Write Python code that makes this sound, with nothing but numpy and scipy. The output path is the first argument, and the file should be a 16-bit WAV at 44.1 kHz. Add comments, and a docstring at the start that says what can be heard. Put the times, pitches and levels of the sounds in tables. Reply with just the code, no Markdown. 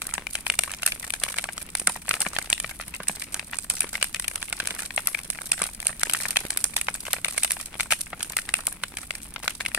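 """On open ground, a few metres away, a bonfire of old planks burns.
Pockets of steam and resin burst in the wood, and each sudden release of stress radiates a pop:
a crack of the plank plus a bright snap of splitting fibres, scattered back by the rough ground.
Deeper splits knock and escaping steam sputters. Small pops and a ticking sizzle fill the gaps,
over the soft rumble of turbulent flames."""
import sys
import numpy as np
from scipy import signal
from scipy.fft import rfft, irfft, next_fast_len
from scipy.io import wavfile

SR = 44100
rng = np.random.default_rng(int(sys.argv[2]) if len(sys.argv) > 2 else 0)


def transcribe(u):
    """Save the signal u as a 16-bit wav file named by the first command-line argument.

    u: samples, shape (n,) or (channels, n), limited to [-1, 1]; the rate is SR.
    q: integer samples, one column per channel.
    """
    v = np.clip(np.atleast_2d(u).T, -1, 1)
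    q = np.round(v * 32767).astype(np.int16)
    wavfile.write(sys.argv[1], SR, q)


N = 431298

# loud ruptures: start_s, crack_db, snap_db
LOUD_POPS = [(0.0186, -28, -28), (0.069, -54, -25), (0.139, -35, -20), (0.2685, -27.5, -37),
             (0.3528, -23.5, -22.5), (0.466, -22.5, -26.5), (0.4998, -15, -20), (0.59, -19, -13.5),
             (0.6357, -25, -20.5), (0.716, -36, -28.5), (0.8308, -22.5, -34), (0.863, -21, -12),
             (0.876, -24.5, -25), (0.921, -23, -32), (1.0416, -33.5, -73), (1.104, -27, -25),
             (1.1373, -23, -25), (1.236, -20, -18), (1.385, -21, -22), (1.4405, -25, -26.5),
             (1.4881, -26.5, -65), (1.579, -29.5, -29.5), (1.7516, -23.5, -19), (1.797, -36, -21.5),
             (1.8719, -16.5, -11.5), (2.0917, -27, -17.5), (2.1102, -16, -45), (2.139, -23, -27),
             (2.2044, -34, -17), (2.2169, -27.5, -17), (2.3642, -22, -42), (2.3865, -19.5, -24),
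             (2.5008, -28, -18), (2.5283, -15, -19), (2.6002, -28.5, -21.5), (2.644, -25, -54),
             (2.7986, -30, -71), (3.083, -28, -15.5), (3.2217, -30.5, -30), (3.3434, -28, -21.5),
             (3.3947, -26, -32), (3.533, -27, -55), (3.5864, -31.5, -22), (3.6997, -28, -14.5),
             (3.8061, -25.5, -13.5), (3.9529, -22, -37), (4.0268, -16.5, -18.5), (4.043, -29.5, -24),
             (4.1451, -25.5, -26), (4.1973, -28.5, -22), (4.2807, -25, -19), (4.357, -29, -22.5),
             (4.4273, -26, -28.5), (4.527, -22.5, -24), (4.6004, -19.5, -29.5), (4.6726, -26.5, -20),
             (4.7063, -25.5, -31), (4.9059, -30, -48), (4.9622, -53, -20), (4.9774, -19, -48),
             (5.0721, -28.5, -13.5), (5.1469, -21, -45), (5.3017, -30.5, -19.5), (5.387, -32, -62),
             (5.5177, -20, -13.5), (5.6187, -24.5, -17.5), (5.6386, -29, -21), (5.802, -34, -28),
             (5.8687, -26.5, -13.5), (6.033, -17.5, -16), (6.097, -23, -25), (6.135, -24.5, -14),
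             (6.1481, -21.5, -47), (6.2541, -24, -54), (6.307, -29, -21), (6.359, -24, -36),
             (6.369, -12.5, -19.5), (6.5051, -27.5, -19.5), (6.5731, -28.5, -17), (6.6419, -26, -13.5),
             (6.7653, -19.5, -17), (6.8128, -27.5, -21), (6.8845, -18, -53), (6.942, -48, -24),
             (7.1316, -22.5, -16), (7.2463, -19, -22.5), (7.2825, -28, -25), (7.3784, -21.5, -18.5),
             (7.4334, -23.5, -14.5), (7.4467, -22, -18), (7.5068, -26.5, -20.5), (7.5184, -32.5, -17),
             (7.568, -33, -80), (7.7978, -23, -36), (7.807, -20.5, -21), (7.9215, -15.5, -21),
             (8.009, -41, -25.5), (8.2287, -28.5, -21.5), (8.3678, -23.5, -16.5), (8.3876, -23, -44),
             (8.49, -26, -29), (8.5395, -18, -16.5), (8.669, -28.5, -15.5), (8.8363, -21.5, -26),
             (8.9702, -29.5, -29.5), (9.107, -25, -33), (9.361, -26.5, -51), (9.4789, -17, -29),
             (9.6073, -24, -31), (9.6616, -21, -28.5), (9.747, -20.5, -20.5)]
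# spectrum of a cracking plank: frequency_hz, relative_db
CRACK_SPECTRUM = [(100, -15.5), (400, -13), (650, -7.5), (1000, -7.5), (1400, -4), (2800, -3), (5000, -8.5),
                  (15000, -9)]
# spectrum of snapping fibres: frequency_hz, relative_db
SNAP_SPECTRUM = [(2000, -21), (4000, -1.5), (7200, -4), (8200, 3.5), (9000, 3.5), (10200, -0.5),
                 (12500, -6), (15800, -21)]
# rise time over decay time: wood parts at once, fibres tear up to their break
CRACK_SWELL, SNAP_SWELL = 0.46, 0.87


def from_db(db):
    """Decibels express an amplitude ratio on a logarithmic scale."""
    return 10 ** (np.asarray(db) / 20)


def unit_rms(x):
    """Division by the root mean square gives a signal unit power."""
    return x / np.sqrt(np.mean(x ** 2) + 1e-20)


def drift(corner_hz):
    """Low-passed noise is a smooth random fluctuation, here of unit rms."""
    step, settle = 40, 2000
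    pole = np.exp(-2 * np.pi * corner_hz * step / SR)
    noise = rng.standard_normal(N // step + settle + 2)
    slow = signal.lfilter([1], [1, -2 * pole, pole * pole], noise)[settle:]
    return np.interp(np.arange(N) / step, np.arange(len(slow)), unit_rms(slow))


def response(spectrum, size):
    """Minimum phase: folding the cepstrum gives a causal filter with the given magnitude spectrum."""
    hz, db = np.transpose(spectrum)
    bins = np.maximum(np.fft.rfftfreq(size, 1 / SR), 1)
    magnitude = from_db(np.interp(np.log(bins), np.log(hz), db))
    cepstrum = irfft(np.log(magnitude), size)
    cepstrum[1:size // 2] *= 2
    cepstrum[size // 2 + 1:] = 0
    return np.exp(rfft(cepstrum))


def coloured(x, spectrum):
    """Linear filtering multiplies a signal's spectrum by a frequency response."""
    size = 2 * next_fast_len(N // 2 + SR // 10)
    return irfft(rfft(x, size) * response(spectrum, size), size)[..., :N]


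def two_ports(mid, side, apart_hz):
    """Spatial coherence: long waves reach both microphone ports alike; above apart_hz they differ."""
    side = signal.lfilter(*signal.butter(1, apart_hz, "high", fs=SR), side)
    return np.stack([mid + side, mid - side])


def flames(level_db=-48.5, side_db=-15.0):
    """Turbulence in the column of hot gas radiates a steady low rumble."""
    # spectrum of the turbulence: frequency_hz, relative_db
    rumble_spectrum = [(15, -4.5), (38, 1), (125, -10), (180, -5.5), (300, -12.5), (450, -26),
                       (1500, -32.5)]
    mid, side = coloured(rng.standard_normal((2, N)), rumble_spectrum)
    return unit_rms(mid + from_db(side_db) * side * [[1], [-1]]) * from_db(level_db)


def sizzle(blaze_db, level_db=-44.0, follows_blaze=0.29, ticks_per_s=160, tick_s=0.0017, split_hz=4000):
    """Shot noise: tiny ruptures, dull inside the wood and bright on its surface, over a hiss of steam."""
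    # spectrum of the ticks and steam: frequency_hz, relative_db
    sizzle_spectrum = [(300, 4.5), (2100, 1.5), (6900, -8), (8300, 2), (9200, 6.5), (11500, -1),
                       (13500, -11), (15000, -32)]
    steam, tick_pole = from_db(-8.0), np.exp(-1 / (tick_s * SR))
    bands = 0
    for kind in ("low", "high"):
        onsets = rng.random(N) < ticks_per_s / SR
        ticks = onsets * from_db(4.5 * np.minimum(rng.exponential(size=N), 5))
        envelope = signal.lfilter([1], [1, -tick_pole], ticks + 1e-18) + steam
        grains = rng.standard_normal((2, N)) * envelope
        flicker = from_db(3.5 * drift(corner_hz=19.0))
        bands = bands + signal.lfilter(*signal.butter(2, split_hz, kind, fs=SR), grains * flicker)
    hiss = unit_rms(coloured(two_ports(*bands, apart_hz=2180), sizzle_spectrum))
    return hiss * from_db(level_db + follows_blaze * blaze_db)


def ruptures(times, levels_db, spectrum, edge_hz, edge_q, edge_spread, ring_hz, decay_s, length_spread,
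             break_db, swell_share):
    """Source and filter: tearing excites the wood, a resonant low-pass. Levels are rms over 5 ms."""
    count, size, lead_s = len(times), 1000, 0.003
    t = np.arange(size) / SR
    length, depth, place, piece, bearing = np.clip(rng.standard_normal((count, 5)), -2, 2).T[:, :, None]
    decay = decay_s * np.exp(length_spread * length)
    # the tear runs away to a break and dies at once; scatter inside the pile lingers
    since_break = t - lead_s - decay / 2
    swell = np.exp(np.minimum(since_break, 0) / (decay * swell_share))
    after = np.maximum(since_break, 0) / decay
    envelope = swell * (np.exp(-after) + from_db(-15.5) * np.exp(-after / 4))
    mid, side = rng.standard_normal((count, 2, size)).swapaxes(0, 1) * envelope
    # the break is one pressure pulse, its energy break_db relative to all the tearing
    impulse = np.diff(1.0 * (since_break > 0), prepend=0)
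    pulse = impulse * from_db(break_db) * np.linalg.norm(envelope, axis=1, keepdims=True)
    source = two_ports(mid + pulse, side + pulse * bearing, apart_hz=3630)
    # every piece of wood has its own upper edge and one short ring
    hz = np.maximum(np.fft.rfftfreq(size, 1 / SR), 1)
    ratio = hz / (np.reshape(edge_hz, (-1, 1)) * np.exp(edge_spread * depth))
    detune = hz / (ring_hz * np.exp(0.25 * piece))
    ring_db, ring_q = 5.5, 6.8
    ring = 1 + (from_db(ring_db) - 1) / (1 + 1j * ring_q * (detune - 1 / detune))
    wood = ring / (1 - ratio ** 2 + 1j * ratio / edge_q)
    # interference with the ground reflection hollows the tone
    bounce_s = 0.0014 * np.exp(0.1715 * place)
    ground = 1 + 0.47 * np.exp(-2j * np.pi * hz * bounce_s)
    waves = irfft(rfft(source) * wood * ground * response(spectrum, size))
    power = (waves ** 2).mean(0).sum(1) / (0.005 * SR)
    waves = waves * (from_db(levels_db) / np.sqrt(power))[:, None]
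    starts = np.clip(np.round((times - lead_s) * SR).astype(int), 0, N)
    out = np.zeros((2, N + size))
    for k, start in enumerate(starts):
        out[:, start:start + size] += waves[:, k]
    return out[:, :N]


def loud_pops():
    """Brittle fracture gives a crack and a snap; depth weakens the snap, dulls and draws out the crack."""
    times, crack_db, snap_db = np.transpose(LOUD_POPS)
    depth_db = crack_db - snap_db
    edge_hz = 4530 * from_db(-0.22 * depth_db)
    decay_s = 0.0013 * from_db(0.013 * depth_db)[:, None]
    cracks = ruptures(times, crack_db, CRACK_SPECTRUM, edge_hz, edge_q=1.0, edge_spread=0, ring_hz=2174,
                      decay_s=decay_s, length_spread=0.38, break_db=0.0, swell_share=CRACK_SWELL)
    snaps = ruptures(times, snap_db, SNAP_SPECTRUM, edge_hz=9520, edge_q=3.16, edge_spread=0.084,
                     ring_hz=9830, decay_s=0.0012, length_spread=0.45, break_db=-2.5,
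                     swell_share=SNAP_SWELL)
    return cracks + snaps


def ground_echo(x, delay_s=0.017, near_t60_s=0.042, far_t60_s=0.28, far_db=3.0, level_db=-13.5):
    """Diffuse scattering: rough ground returns the treble, briefly from nearby, longer from far off."""
    t = np.arange(SR // 2) / SR - delay_s
    fade = from_db(-60 * t / near_t60_s) + from_db(far_db - 60 * t / far_t60_s)
    scatter = rng.standard_normal((2, len(t))) * (t > 0) * fade
    scatter = scatter / np.sqrt((scatter ** 2).sum() / 2)
    treble = signal.lfilter(*signal.butter(1, [5000, 12000], "band", fs=SR), scatter)
    return from_db(level_db) * signal.fftconvolve(x, treble, axes=1)[:, :N]


def small_ruptures(times, crack_db, snap_db, decay_s=0.0014):
    """Small fractures vary in bandwidth and damping, from a clean click to a drawn-out rasp."""
    cracks = ruptures(times, crack_db, CRACK_SPECTRUM, edge_hz=2570, edge_q=1.48, edge_spread=0.56,
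                      ring_hz=1750, decay_s=decay_s, length_spread=0.55, break_db=-9,
                      swell_share=CRACK_SWELL)
    snaps = ruptures(times, snap_db, SNAP_SPECTRUM, edge_hz=24000, edge_q=0.56, edge_spread=0.5,
                     ring_hz=9700, decay_s=decay_s, length_spread=0.33, break_db=-10.5,
                     swell_share=SNAP_SWELL)
    return cracks + snaps


def small_pops(blaze_db, count=260, follows_blaze=0.36, gap_s=0.007, top_db=-28.5, splinter_db=-16.0):
    """A clustered random process: wood gives way in two steps, in flurries that follow the blaze."""
    when, lateness, rank = np.split(rng.random((count, 5)), [1, 3], axis=1)
    flurry_db = 1.42 * drift(corner_hz=14)
    burnt = np.cumsum(from_db(follows_blaze * blaze_db + flurry_db))
    step_s = np.searchsorted(burnt, when * burnt[-1]) / SR + np.cumsum(2 * gap_s * lateness, axis=1)
    step_db = top_db - 20 * np.log10(1 + rank.ravel() * from_db(12.5))  # weak pops outnumber strong
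    # two splinters follow each loud pop after log-normal delays
    parents = np.repeat(LOUD_POPS, 2, axis=0)
    lag_s = 0.013 * np.exp(0.99 * rng.standard_normal(len(parents)))
    times = np.concatenate([step_s.ravel(), parents[:, 0] + lag_s])
    level_db = np.concatenate([step_db, parents[:, 1:].max(1) + splinter_db])
    # the division of energy makes anything from a dull tock to a thin tick
    snap_share = 1 / (1 + from_db(-85 * (rng.random(len(times)) - 0.35)))
    crack_db = level_db + 10 * np.log10(1 - snap_share)
    snap_db = level_db + 10 * np.log10(snap_share)
    return small_ruptures(times, crack_db, snap_db)


def knocks():
    """Impulsive excitation: thick planks split inside and answer with a low, longer knock."""
    # splits deep in thick wood: start_s, level_db
    deep_splits = [(0.1801, -24.5), (1.879, -24), (2.264, -23), (3.0007, -28), (3.0956, -27), (5.6155, -24),
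                   (7.137, -25.5), (8.129, -26.5), (9.7754, -26)]
    # spectrum of a thick plank: frequency_hz, relative_db
    knock_spectrum = [(80, -43), (180, 5.5), (400, -1), (700, -2.5), (1600, -0.5), (6000, -23.5)]
    times, level_db = np.transpose(deep_splits)
    return ruptures(times, level_db, knock_spectrum, edge_hz=4100, edge_q=0.91, edge_spread=0.09,
                    ring_hz=1350, decay_s=0.001984, length_spread=0.46, break_db=-1.5,
                    swell_share=CRACK_SWELL)


def sputters(count=12, spread_db=4.5):
    """Steam under pressure forces its way out as an irregular pulse train of tiny pops."""
    # spurts of steam, with the mean levels of one pop: start_s, length_s, crack_db, snap_db
    spurts = [(1.245, 0.16, -36, -36), (3.7, .12, -50, -33), (4.785, 0.023, -50, -40),
              (6.18, 0.14, -41, -33), (7.3, 0.1, -45, -36), (7.905, .03, -31, -30.5)]
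    start_s, length_s, crack_db, snap_db = np.repeat(spurts, count, axis=0).T
    progress = (np.arange(len(start_s)) % count + rng.random(len(start_s))) / count
    crack_jitter, snap_jitter = spread_db * rng.standard_normal((len(start_s), 2)).T
    return small_ruptures(start_s + progress * length_s, crack_db + crack_jitter, snap_db + snap_jitter)


def scene():
    """Superposition: the pops and their echoes add to the sizzle and the rumble."""
    # how fiercely the surface burns: time_s, relative_db
    blaze_curve = [(0.0, -48), (2.561, -45), (2.91, -52.5), (3.76, -46), (5.69, -45), (6.431, -41),
                   (7.049, -47.5), (7.402, -43), (8.9, -50.5), (9.78, -47)]
    blaze_db = np.interp(np.arange(N) / SR, *np.transpose(blaze_curve))
    blaze_db = blaze_db - blaze_db.mean()
    crackle = loud_pops() + knocks() + sputters() + small_pops(blaze_db)
    return crackle + ground_echo(crackle) + sizzle(blaze_db) + flames()


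def record(dry, cutoff_hz=15900):
    """Transduction: each port colours the sound, the left lags, peaks clip and the top is cut."""
    # colour contrast between the microphone ports: frequency_hz, left_minus_right_db
    port_contrast = [(200, 0.5), (1000, -1.5), (1500, -3), (2400, 12.5), (3300, 1), (6500, -4), (9300, -3),
                     (13000, 8.5), (15500, -1.5)]
    left = coloured(dry[0], [(hz, db / 2) for hz, db in port_contrast])
    right = coloured(dry[1], [(hz, -db / 2) for hz, db in port_contrast])
    left = np.concatenate([np.zeros(2), left[:-2]])
    low_pass = signal.butter(16, cutoff_hz, fs=SR, output="sos")
    return signal.sosfiltfilt(low_pass, np.clip([left, right], -1, 1))


dry = scene()
out = record(dry)
transcribe(out)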